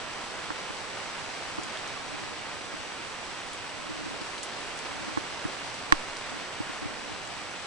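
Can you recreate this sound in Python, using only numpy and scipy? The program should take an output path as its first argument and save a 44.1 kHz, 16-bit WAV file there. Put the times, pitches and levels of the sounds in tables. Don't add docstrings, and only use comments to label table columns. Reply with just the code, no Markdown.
import sys
import numpy as np
from scipy import signal
from scipy.fft import rfft, irfft
from scipy.io import wavfile
from scipy.ndimage import uniform_filter1d

SR = 44100
rng = np.random.default_rng(int(sys.argv[2]) if len(sys.argv) > 2 else 0)


def transcribe(signal):
    frames = np.atleast_2d(signal).T
    limited = np.clip(frames, -1, 1)
    pcm = np.round(limited * 32767).astype(np.int16)
    wavfile.write(sys.argv[1], SR, pcm)


N = 337806
TIME = np.arange(N) / SR
FREQS = np.fft.rfftfreq(N, 1 / SR)


def wash(spread_db=2.5, flicker_db=0.77, count=90000):
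    # f/Hz, relative level per Hz/dB, left minus right/dB
    tone = [(15.0, -2, 2), (30.0, -0.5, -3), (60.0, -5.5, -6), (120.0, -2, -4.5), (216, -2.5, -6),
            (443, -0.5, -5.5), (650.0, 1, -3.5), (980, 1.76, -1), (1790, -1, -3), (2770, -2, -2),
            (3540, -5.5, 1), (4620, -6.5, 1.2), (6020, -10.5, 2.5), (6940, -13, 0), (10330, -19, 0.5)]
    # f/Hz, likeness/0-1, lead of the left port/rad
    image = [(60.0, 0.57, 3.3), (120.0, 0, 2.63), (230, 0.77, 0.94), (428, 0.61, 0.3), (650.0, 0.71, 0.38),
             (1800.0, 0.68, 0.3), (2700.0, 0.52, 1.3), (3480, 0.48, 0.43), (4730, 0.03, 0.4),
             (6080, 0.48, 0.1), (7720, 0, 4.4), (9800.0, 0.23, 2.7)]
    colour_db, balance_db = spectra(tone)
    likeness, lead = spectra(image)
    shared, left, right = (rfft(far_drops(spread_db, flicker_db, count)) for _ in range(3))
    common = np.sqrt(likeness) * shared * np.exp(.5j * np.array([lead, -lead]))
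    diffuse = np.sqrt(1 - likeness) * np.array([left, right])
    eq = undb(colour_db + np.array([balance_db, -balance_db]) / 2)
    return unit(irfft((common + diffuse) * eq, N))


def far_drops(spread_db, flicker_db, count):
    when, size, polarity = rng.random((count, 3)).T
    strength = np.sign(polarity - .5) * undb(-spread_db * np.log(1 - .999 * size))
    hits = np.bincount((when * N).astype(int), strength, N)
    spectrum = rfft(unit(hits))
    octave = np.log2(np.maximum(FREQS, 32) / 32)
    bands = (irfft(spectrum * np.maximum(1 - abs(octave - k), 0), N) for k in range(10))
    return sum(band * undb(flicker_db * wander(rate_hz=22)) for band in bands)


def patter(low_hz=1100, high_hz=7500, spread_db=4.0, width_db=6, cycles=0.71, count=900):
    out = np.zeros((2, N))
    for when, pitch, size, place in rng.random((count, 4)):
        hz = low_hz * (high_hz / low_hz) ** pitch
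        db = -spread_db * np.log(max(size, np.exp(-4)))
        add(out, when * N / SR, splat(hz, cycles) * undb(db) * pan(width_db * (2 * place - 1)))
    return out


def drips(splash_db=-23, rebound_db=-11, rebound_s=0.0044):
    # t/s, level/dB, f/Hz, decay/cycles, left minus right/dB
    near_drops = [(.504, -24.5, 1600, 1.5, -1), (1.6345, -21, 6700, 1, 1), (1.7725, -22.5, 3520, 2.3, -1),
                  (1.8757, -24, 5800, 1, 4), (3.5334, -21, 9000, .7, 8), (4.2142, -28.5, 4840, 7, 0),
                  (4.3806, -24.5, 4200, 2, -2), (4.4316, -11, 7700, .6, -2), (4.7742, -24, 8000, 0.88, 1),
                  (4.79, -20, 6450, 1, 3), (5.742, -25, 6000, 1.4, -1), (6.169, -20.5, 4900, 1.7, 0),
                  (7.2745, -33, 7600, 9, 1)]
    out = np.zeros((2, N))
    for s, db, hz, cycles, pan_db in near_drops:
        gain = undb(db) * pan(pan_db)
        impact = gain * splat(hz, cycles)
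        splash = gain * crackle(fade_s=0.014, low_hz=hz / 2, high_hz=2 * hz)
        add(out, s, impact)
        add(out, s + rebound_s, undb(rebound_db) * impact)
        add(out, s, undb(splash_db) * splash)
    return out


def splat(hz, cycles):
    t = TIME[:512]
    return np.sin(2 * np.pi * hz * t) * np.exp(-t * hz / cycles)


def spray(low_hz=4500, spread_db=3, bunch_db=4, count=2500):
    when, size, place = rng.random((count, 3)).T
    onsets = (when * N).astype(int)
    strength = undb(-spread_db * np.log(np.maximum(size, np.exp(-4))))
    hits = np.array([np.bincount(onsets, strength * share, N) for share in (place, 1 - place)])
    bunches = undb(bunch_db * np.tanh(wander(rate_hz=13)))
    low_cut = signal.butter(2, low_hz, "high", fs=SR, output="sos")
    return unit(signal.sosfilt(low_cut, hits * bunches))


def knocks(thump_db=-19, press_s=0.0049, leak_s=0.013):
    # t/s, strength/dB, contact time/ms
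    bumps = [(0.504, -12, 0.16), (0.7, -9, 0.7), (1.584, -9, 0.26), (2.739, -15, 0.3), (4.214, -11, 0.5),
             (5.173, -2.5, 0.25), (5.451, 2, 0.75), (5.923, 2, 0.046), (6.602, -0.5, 0.62),
             (6.695, -12, 0.4), (6.856, 1, 1)]
    out, t = np.zeros((2, N)), TIME[:8192]
    for s, db, contact_ms in bumps:
        add(out, s, undb(db) * case_ring(contact_ms))
    sharpest_s = min(bumps, key=lambda row: row[2])[0]
    thump = -undb(thump_db) * (1 - np.exp(-t / press_s)) * np.exp(-t / leak_s)
    add(out, sharpest_s, thump * pan(db=0))
    return out


def case_ring(contact_ms, crack_db=-19):
    # f/Hz, level/dB, t60/s, left minus right/dB
    modes = [(105, -22.5, 0.04, 1), (300, -11, 0.05, -1), (347, -20, 0.049, -3.5), (830, -18.5, 0.024, -14),
             (1106, -9, 0.026, -13), (1377, -15, 0.013, -19), (1760, 0, 0.0086, -10.5),
             (2220, -9.5, 0.0081, -15), (2980, -12, 0.0088, 3.5), (3960, -13, 0.0098, 9),
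             (4660, -24, 0.0034, -2), (6130, -9.5, 0.0081, -22), (7900, -8, 0.0055, -17)]
    t = TIME[:4096]
    ring = sum((-1) ** k * undb(db) * pan(pan_db) * np.sin(2 * np.pi * hz * t) * undb(-60 * t / t60)
               for k, (hz, db, t60, pan_db) in enumerate(modes))
    crack = undb(crack_db) * crackle(fade_s=0.0054, low_hz=2200, high_hz=4900)
    push = t * np.exp(-t * 1000 / contact_ms)
    knock = signal.fftconvolve(ring + crack, push[None] / push.sum())[:, :len(t)]
    return knock * np.array([[-1], [1]])


def rubbing(contact_ms=0.5, grain_db=4):
    slips = rng.standard_normal(N) * undb(grain_db * wander(rate_hz=32))
    friction = signal.fftconvolve(slips[None], case_ring(contact_ms))[:, :N]
    return unit(friction) * grip()


def grip(attack_s=.07, release_s=0.061, resting_db=-63):
    # start/s, length/s, level/dB
    slides = [(1.53, 0.12, -45), (2.03, .27, -51), (3.72, 0.43, -41), (4.878, 0.27, -40.5),
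              (6.2, 0.15, -47), (6.72, 0.41, -45.5)]
    envelope = undb(resting_db)
    for start, length, db in slides:
        swell = np.clip((TIME - start) / attack_s, 0, 1)
        fade = np.exp(-np.maximum(TIME - start - length, 0) / release_s)
        envelope = envelope + undb(db) * swell * fade
    return envelope


def whine(frame_hz=29.97):
    # f/Hz, rms level/dB
    tones = [(7867, -59.8), (8025, -73)]
    in_frame = TIME % (1 / frame_hz)
    return sum(np.sqrt(2) * undb(db) * np.sin(2 * np.pi * hz * in_frame) for hz, db in tones)


def crackle(fade_s, low_hz, high_hz):
    band = signal.butter(2, [low_hz, min(high_hz, .45 * SR)], "band", fs=SR, output="sos")
    noise = unit(signal.sosfilt(band, rng.standard_normal((2, 4096))))
    return noise * np.exp(-TIME[:4096] / fade_s)


def wander(rate_hz):
    hold = int(SR / rate_hz)
    steps = np.repeat(rng.standard_normal(N // hold + 1), hold)
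    return unit(uniform_filter1d(uniform_filter1d(steps, hold), hold)[:N])


def spectra(rows):
    hz, *columns = np.transpose(rows)
    return [np.interp(np.log(FREQS + 1), np.log(hz), column) for column in columns]


def undb(db):
    return 10 ** (np.asarray(db) / 20)


def unit(x):
    return x / np.sqrt(np.mean(x ** 2))


def pan(db):
    return undb(np.array([[db], [-db]]) / 2)


def add(out, s, sound):
    i = int(s * SR)
    out[:, i:i + sound.shape[1]] += sound[:, :N - i]


def scene(wash_db=3, patter_db=-8, spray_db=-20.0):
    # t/s, gain/dB
    shower = [(0.0, -40), (1.6, -39.5), (2.6, -40.5), (3.65, -41), (4.7, -39.5), (5.3, -39.5), (6.7, -40.5),
              (7.66, -40.8)]
    swell = undb(np.interp(TIME, *np.transpose(shower)))
    rain = undb(wash_db) * wash() + undb(patter_db) * patter() + undb(spray_db) * spray()
    return swell * rain + drips() + knocks() + rubbing() + whine()


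def record(dry, low_hz=3, ceiling=.85, top_hz=10030):
    low_cut = signal.butter(2, low_hz, "high", fs=SR, output="sos")
    high_cut = signal.ellip(12, .2, 80, top_hz, fs=SR, output="sos")
    limited = np.clip(signal.sosfilt(low_cut, dry), -ceiling, ceiling)
    return signal.sosfilt(high_cut, limited)


dry = scene()
out = record(dry)
transcribe(out)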